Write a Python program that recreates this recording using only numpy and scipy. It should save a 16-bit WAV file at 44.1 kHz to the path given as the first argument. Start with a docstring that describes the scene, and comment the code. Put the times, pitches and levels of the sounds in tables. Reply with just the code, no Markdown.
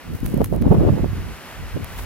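"""Wind over an open snowfield, heard through the two ports (left and right) of a camera's microphone.
From the start a storm rushes in the firs (shaped noise), and a gust soon swells in (lumpy low noise).
Early in the gust, snow sifts (random clicks), brushes (noise swishes) and ticks (short rings) on the housing.
Next the gust slaps the ports hardest (single pressure swings), while the rush is heard more faintly for a bit.
The gust eases into small puffs, and at the end a little more snow fizzes, brushes and ticks."""
import sys
import numpy as np
from scipy.fft import rfft, irfft, next_fast_len
from scipy.io import wavfile
from scipy.ndimage import map_coordinates

SR = 44100
rng = np.random.default_rng(int(sys.argv[2]) if len(sys.argv) > 2 else 0)


def wav_out(sig):
    """Save sig, one row per channel (or a flat mono array), as 16-bit PCM at SR to the path in sys.argv[1]."""
    wavfile.write(sys.argv[1], SR, np.round(np.clip(np.atleast_2d(sig).T, -1, 1) * 32767).astype(np.int16))


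N = 90404  # length in samples, about 2 s


def amp(db):
    """Turn decibels into a gain."""
    return 10 ** (np.asarray(db) / 20)


def unit(x):
    """Scale a sound to an average (rms) strength of 1."""
    return x / np.sqrt(np.mean(x ** 2) + 1e-20)


def along(points, hz):
    """Read a value at each frequency from (Hz, value) points, on a log frequency axis."""
    f, v = np.transpose(points)
    return np.interp(np.log(hz + 1), np.log(f + 1), v)


def curve(rows):
    """Join (time, value) rows with straight lines, one value per sample."""
    return np.interp(np.arange(N) / SR, *np.transpose(rows))


def lean(db):
    """Left and right gains that differ by the given decibels; positive is louder on the left."""
    half = np.atleast_1d(db) / 2
    return amp(np.array([half, -half]))


def wobble(rate):
    """A smooth random curve through `rate` random points a second."""
    return map_coordinates(rng.standard_normal(1024), [np.arange(N) * rate / SR], mode="wrap")


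def filtered(x, response):
    """Multiply the spectrum of x by a response that depends on frequency."""
    m = next_fast_len(N + SR // 2)  # spare room at the end for ringing
    hz = np.fft.rfftfreq(m, 1 / SR)
    return irfft(rfft(x, m) * response(hz), m)[..., :N]


def coloured(x, spectrum):
    """Shape x with a tone curve, then scale it to rms 1."""
    return unit(filtered(x, lambda hz: amp(along(spectrum, hz))))


# level at which the rush reaches the ear, with a brief dip around 0.5 to 0.7 s, before its overall lift:
# (time [s], level [dB])
RUSH_HEARD = [(0, -46.5), (.15, -49), (.22, -50.5), (.33, -48), (.41, -50), (.49, -54), (.55, -52),
              (.6, -52), (.68, -50.5), (.9, -45.5), (1.22, -45), (1.35, -43.5), (1.6, -44), (1.9, -44),
              (2.05, -43.5)]
# tone of the rush: (frequency [Hz], relative level per Hz [dB])
FIRS_TONE = [(40, -45), (150, 2), (400, 2), (800, 1), (1400, 1.5), (2000, -0.5), (2900, -4), (3600, -8.5),
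             (5000, -11), (7500, -15.5), (9500, -15.5), (12000, -13), (14500, -20.5), (16000, -28)]
# how alike left and right are, 1 or more meaning identical: (frequency [Hz], likeness [0 to 1])
FIRS_LIKENESS = [(60, 3), (290, 1), (1400, 0.78), (3000, 0.88), (4500, 0.62), (7500, 0.33), (10000, 0.39),
                 (15000, 0.3)]
# which side is louder: (frequency [Hz], left minus right [dB])
FIRS_BALANCE = [(100, 3), (600, -2.5), (2300, 0.5), (4500, 3.5), (8000, 0), (15000, -2.5)]
RUSH_LIFT_DB, FIRS_LEAD_S = 4, .00006  # overall lift; how much earlier the left port hears it


def firs():
    """The far rush is noise, near mono in the middle and wide in the treble; it reaches the left port first."""
    def blend(hz):
        """Shares of common and opposite noise that give the wanted likeness."""
        turn = np.arccos(np.clip(along(FIRS_LIKENESS, hz), -1, 1)) / 2
        return np.array([np.cos(turn), np.sin(turn)])

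    def ports(hz):
        """Side balance, plus a phase turn that makes the left port early and the right one late."""
        early_late = np.exp(np.outer([1, -1], 1j * np.pi * hz * FIRS_LEAD_S))
        return lean(along(FIRS_BALANCE, hz)) * early_late

    mid, side = filtered(rng.standard_normal((2, N)), blend)
    pair = filtered(np.array([mid + side, mid - side]), ports)
    level = curve(RUSH_HEARD) + RUSH_LIFT_DB + 0.7 * wobble(13.56)
    return amp(level) * coloured(pair, FIRS_TONE)


# how loud the blown snow sifts over the housing: (time [s], level [dB])
DRIFT_LEVEL = [(0, -65), (.1, -57), (.155, -45), (.215, -57), (.255, -40.5), (.32, -45), (.395, -54),
               (.42, -46), (.455, -42), (.49, -53), (.55, -45), (.6, -65), (.73, -46.5), (.8, -56.5),
               (1.8, -56), (1.95, -48), (1.99, -41.5), (2.05, -46)]
# tone of the sifting: (frequency [Hz], relative level per Hz [dB])
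SIFT_TONE = [(500, -36), (2000, -5), (4000, -4.5), (7500, -4.5), (10000, -1), (12000, 4), (14500, -1.5),
             (16000, 1)]
GRAINS_PER_S, GRAIN_SPREAD_DB = 1100, 13  # grains a second at each port; most a grain is raised


def spindrift():
    """Dense tiny snow grains of uneven size, each a single click, make a bright fizz."""
    hits = rng.random((2, N)) < GRAINS_PER_S / SR
    sizes = amp(GRAIN_SPREAD_DB * rng.uniform(-0.54, 1, (2, N)))
    push_or_pull = rng.choice([-1, 1], (2, N))
    return amp(curve(DRIFT_LEVEL)) * coloured(hits * sizes * push_or_pull, SIFT_TONE)


# clumps of snow brushing the housing: (time [s], level [dB], half length [s])
SNOW_CLUMPS = [(0.258, -42.5, 0.0088), (0.444, -34.5, 0.0029), (1.991, -34, 0.0058)]
# tone of the brushing: (frequency [Hz], relative level per Hz [dB])
SCUFF_TONE = [(150, -11), (500, 3), (1000, 7), (2000, 0.5), (4000, -6), (8000, -15.5), (15000, -10)]


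def scuffs():
    """Soft clumps of snow make short, duller swishes: noise that swells and fades in a bell shape."""
    t = np.arange(N) / SR
    level = sum(amp(db) * np.exp(-.5 * ((t - s) / half) ** 2) for s, db, half in SNOW_CLUMPS)
    return level * coloured(rng.standard_normal((2, N)), SCUFF_TONE)


# ice grains hitting the housing:
# (time [s], level [dB], left minus right [dB], dull knock relative to that level [dB])
ICE_HITS = [(0.204, -28.5, 5, -19), (.258, -25, -4, -18), (0.263, -19, -12, 3), (0.3428, -25, 3, -10),
            (.376, -27.5, 7, -6), (0.4174, -34, 12, 13.5), (0.4441, -13, -4, -3.5), (0.447, -18.5, 4, -20),
            (.460, -31.5, 22, 4.5), (.5628, -28.5, -6, -6), (.617, -27.5, -1, -16), (0.6233, -31, -5, 15),
            (1.8453, -19.5, -6.5, 1.5), (1.980, -29, 5, -12), (1.987, -33, 3, 9)]
# tones the housing rings with: (centre frequency [Hz], level within a tick [dB], time to fade by 60 dB [s])
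HOUSING_TONES = [(6600, -20, 0.0041), (10900, -4.5, 0.0019), (12150, -3.5, 0.0017), (13900, -20, 0.0026)]
KNOCK_HZ, KNOCK_T60_S, KNOCK_RISE_S = 880, 0.0012, .00004  # pitch, time to fade by 60 dB, softened start


def ice_ticks():
    """Each larger grain rings the housing for a few milliseconds, over a dull knock."""
    out = np.zeros((2, N + SR))
    t = np.arange(SR // 50) / SR
    knock = amp(-60 * t / KNOCK_T60_S) * np.cos(2 * np.pi * KNOCK_HZ * t)
    knock = knock * -np.expm1(-t / KNOCK_RISE_S)
    for s, db, pan_db, knock_db in ICE_HITS:
        bright = np.zeros((2, len(t)))
        for port in range(2):
            for hz, level, t60 in HOUSING_TONES:
                pitch = hz * (1 + 0.022 * rng.standard_normal())  # a little different each time
                bright[port] += amp(level - 60 * t / t60) * np.sin(2 * np.pi * pitch * t)
        start = round(s * SR)
        out[:, start:start + len(t)] += amp(db) * lean(pan_db) * (bright + amp(knock_db) * knock)
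    return out[:, :N]


# single eddies that slap a port, before tone shaping:
# (time [s], level [dB], pitch [Hz], port struck ["L" or "R"])
EDDY_SLAPS = [(0.151, -15, 100, "L"), (.232, -7, 194, "L"), (.341, -4, 254, "R"), (0.345, -6, 238, "L"),
              (.368, -6.5, 240, "R"), (.383, -14, 486, "R"), (0.406, -4, 278, "R"), (.410, -8.5, 400, "R"),
              (.417, -3, 500, "L"), (.522, -8.5, 164, "R"), (.527, -3.5, 423, "R"), (.539, -16, 477, "R"),
              (.555, -19, 604, "R"), (.5675, -12, 420, "L"), (0.612, -6.5, 166, "R"), (.667, 4, 193, "L"),
              (.679, -7, 313, "L"), (0.71, 2, 120, "R"), (0.716, 1.5, 160, "L"), (.726, 2.5, 350, "R"),
              (.731, -2, 510, "R"), (.745, -4.5, 400, "R"), (.785, -6, 65, "L"), (0.785, -0.5, 144, "R"),
              (0.8013, -11, 130, "R"), (.81, -2.5, 220, "R"), (.816, -3.5, 314, "R"),
              (0.835, -5.5, 343, "L"), (.84, -4.5, 263, "R"), (0.851, -8, 440, "L"), (0.864, -4.5, 90, "L"),
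              (0.865, -6, 339, "R"), (.886, -9.5, 517, "L"), (.891, -8, 746, "R"), (0.896, -11, 170, "L"),
              (0.906, -1.5, 108, "R"), (.928, -7.5, 220, "L"), (0.978, -9, 315, "R"),
              (0.995, -17.5, 596, "R"), (1.023, -9, 80, "R"), (1.036, -6.5, 230, "R"),
              (1.044, -6, 480, "R"), (1.06, -13, 317, "R"), (1.134, -11, 128, "R"), (1.749, -12, 80, "R"),
              (1.7578, -13.5, 171, "R"), (1.765, -13, 242, "R"), (1.776, -14, 272, "L"),
              (1.831, -12.5, 71.6, "L")]
# lengths of the rise and the fade, in cycles of the pitch; level at the port not struck
SLAP_RISE_CYCLES, SLAP_FADE_CYCLES, FAR_PORT_DB = 0.22, 0.43, -20


def slaps():
    """An eddy strikes one port: about one swing of pressure, quick to rise and slower to fade."""
    out, t = np.zeros((2, N)), np.arange(N) / SR
    for s, db, hz, port in EDDY_SLAPS:
        cycles = (t - s) * hz
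        width = np.where(cycles < 0, SLAP_RISE_CYCLES, SLAP_FADE_CYCLES)
        swell = np.exp(-.5 * (cycles / width) ** 2)
        ports = amp(FAR_PORT_DB * np.array([[port != "L"], [port != "R"]]))
        swing = np.sin(2 * np.pi * (cycles + rng.random((2, 1))))  # random phase at each port
        out += amp(db) * ports * swell * swing
    tone = [(20, -39), (90, 0.5), (900, -2), (2500, -7)]  # (frequency [Hz], gain [dB])
    return filtered(out, lambda hz: amp(along(tone, hz)))


def eddies(spectrum, rate, lumpy_db):
    """Turbulent air pressure that comes in lumps, unrelated at the two ports."""
    lumps = amp(lumpy_db * np.tanh([wobble(rate), wobble(rate)]))
    return coloured(lumps * rng.standard_normal((2, N)), spectrum)


# how strong the deep heave is: (time [s], level [dB])
HEAVE_LEVEL = [(0, -69), (.08, -32), (.19, -41), (.235, -18.5), (.3, -34.5), (.41, -24), (.49, -30),
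               (.55, -26), (.64, -24.5), (.71, -20), (.755, -24), (.795, -12.5), (.86, -21), (.93, -14.5),
               (.98, -30), (1.03, -19), (1.1, -24.5), (1.3, -31.5), (1.43, -52), (1.54, -47), (1.59, -33.5),
               (1.71, -36.5), (1.75, -26), (1.79, -43), (1.83, -30.5), (1.88, -41), (2.02, -28)]
# wind pressure at the ports, before the rumble's lift: (time [s], level [dB])
GUST_LEVEL = [(0, -50.5), (.05, -45.5), (.075, -32), (.11, -35.5), (.15, -24.5), (.18, -52.5), (.21, -37),
              (.24, -30.5), (.31, -26), (.34, -24.5), (.41, -19), (.48, -34), (.525, -26), (.565, -22.5),
              (.59, -31), (.62, -18.5), (.665, -20.5), (.69, -23.5), (.72, -18.5), (.77, -13.5), (.82, -25),
              (.9, -18), (.96, -24.5), (1.04, -26), (1.08, -34.5), (1.14, -32.5), (1.3, -32.5), (1.34, -48),
              (1.52, -52.5), (1.6, -39.5), (1.72, -49), (1.765, -34), (1.8, -32), (1.88, -43.5),
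              (2.05, -40)]
# low-mid flutter as the flow tears off the housing, before its lift: (time [s], level [dB])
FLUTTER_LEVEL = [(0, -58), (.22, -57), (.32, -49), (.35, -37), (.39, -41), (.412, -22), (.45, -55),
                 (.5, -70), (.53, -29.5), (.565, -30.5), (.595, -54), (.67, -25), (.69, -32.5), (.727, -20),
                 (.75, -22), (.77, -36), (.84, -25), (.89, -22.5), (.915, -38), (.96, -43), (.99, -32),
                 (1.015, -56), (1.045, -29), (1.08, -71), (1.5, -63), (1.73, -73), (1.77, -35), (1.8, -68)]
# which port faces the wind: (time [s], left minus right [dB])
WIND_SIDE = [(0, -6), (.15, -6.5), (.23, -8), (.32, -3.5), (.55, -2.5), (.67, -0.5), (.8, 2.5), (1.05, -9),
             (1.27, -6.5), (1.5, -5), (1.82, 5), (2.05, -6)]
# tones of the heave, the rumble and the flutter: (frequency [Hz], relative level per Hz [dB])
HEAVE_TONE = [(10, -32), (27, -12.5), (49, 2), (62, -6.5), (88, -1.5), (130, -13.5), (250, -42), (600, -86)]
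RUMBLE_TONE = [(20, -27), (60, -11), (110, -1), (150, -0.5), (220, -3), (330, -11), (480, -18), (900, -36),
               (2500, -90)]
FLUTTER_TONE = [(80, -14), (200, 2.5), (370, 1), (550, 0), (800, -8.5), (1150, -17.5), (1700, -32),
                (4000, -47), (10000, -67)]
RUMBLE_LIFT_DB, FLUTTER_LIFT_DB = 0.5, 4.5


def buffeting():
    """Huge eddies heave, smaller ones rumble, and in the hardest pushes fast ones flutter on top."""
    heave = amp(curve(HEAVE_LEVEL)) * eddies(HEAVE_TONE, rate=26, lumpy_db=1.5)
    rumble = amp(curve(GUST_LEVEL) + RUMBLE_LIFT_DB) * eddies(RUMBLE_TONE, rate=60, lumpy_db=5.0)
    flutter = amp(curve(FLUTTER_LEVEL) + FLUTTER_LIFT_DB) * eddies(FLUTTER_TONE, rate=110, lumpy_db=9.0)
    return heave + (rumble + flutter) * lean(curve(WIND_SIDE))


def scene():
    """The storm beyond, snow on the housing, wind on the ports."""
    return firs() + spindrift() + scuffs() + ice_ticks() + slaps() + buffeting()


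def record(dry):
    """The camera rounds off the highest peaks and keeps nothing above its band limit."""
    rounded = dry / (1 + np.abs(dry) ** 6) ** (1 / 6)
    return filtered(rounded, lambda hz: hz < 15900)  # band limit in Hz


dry = scene()
out = record(dry)
wav_out(out)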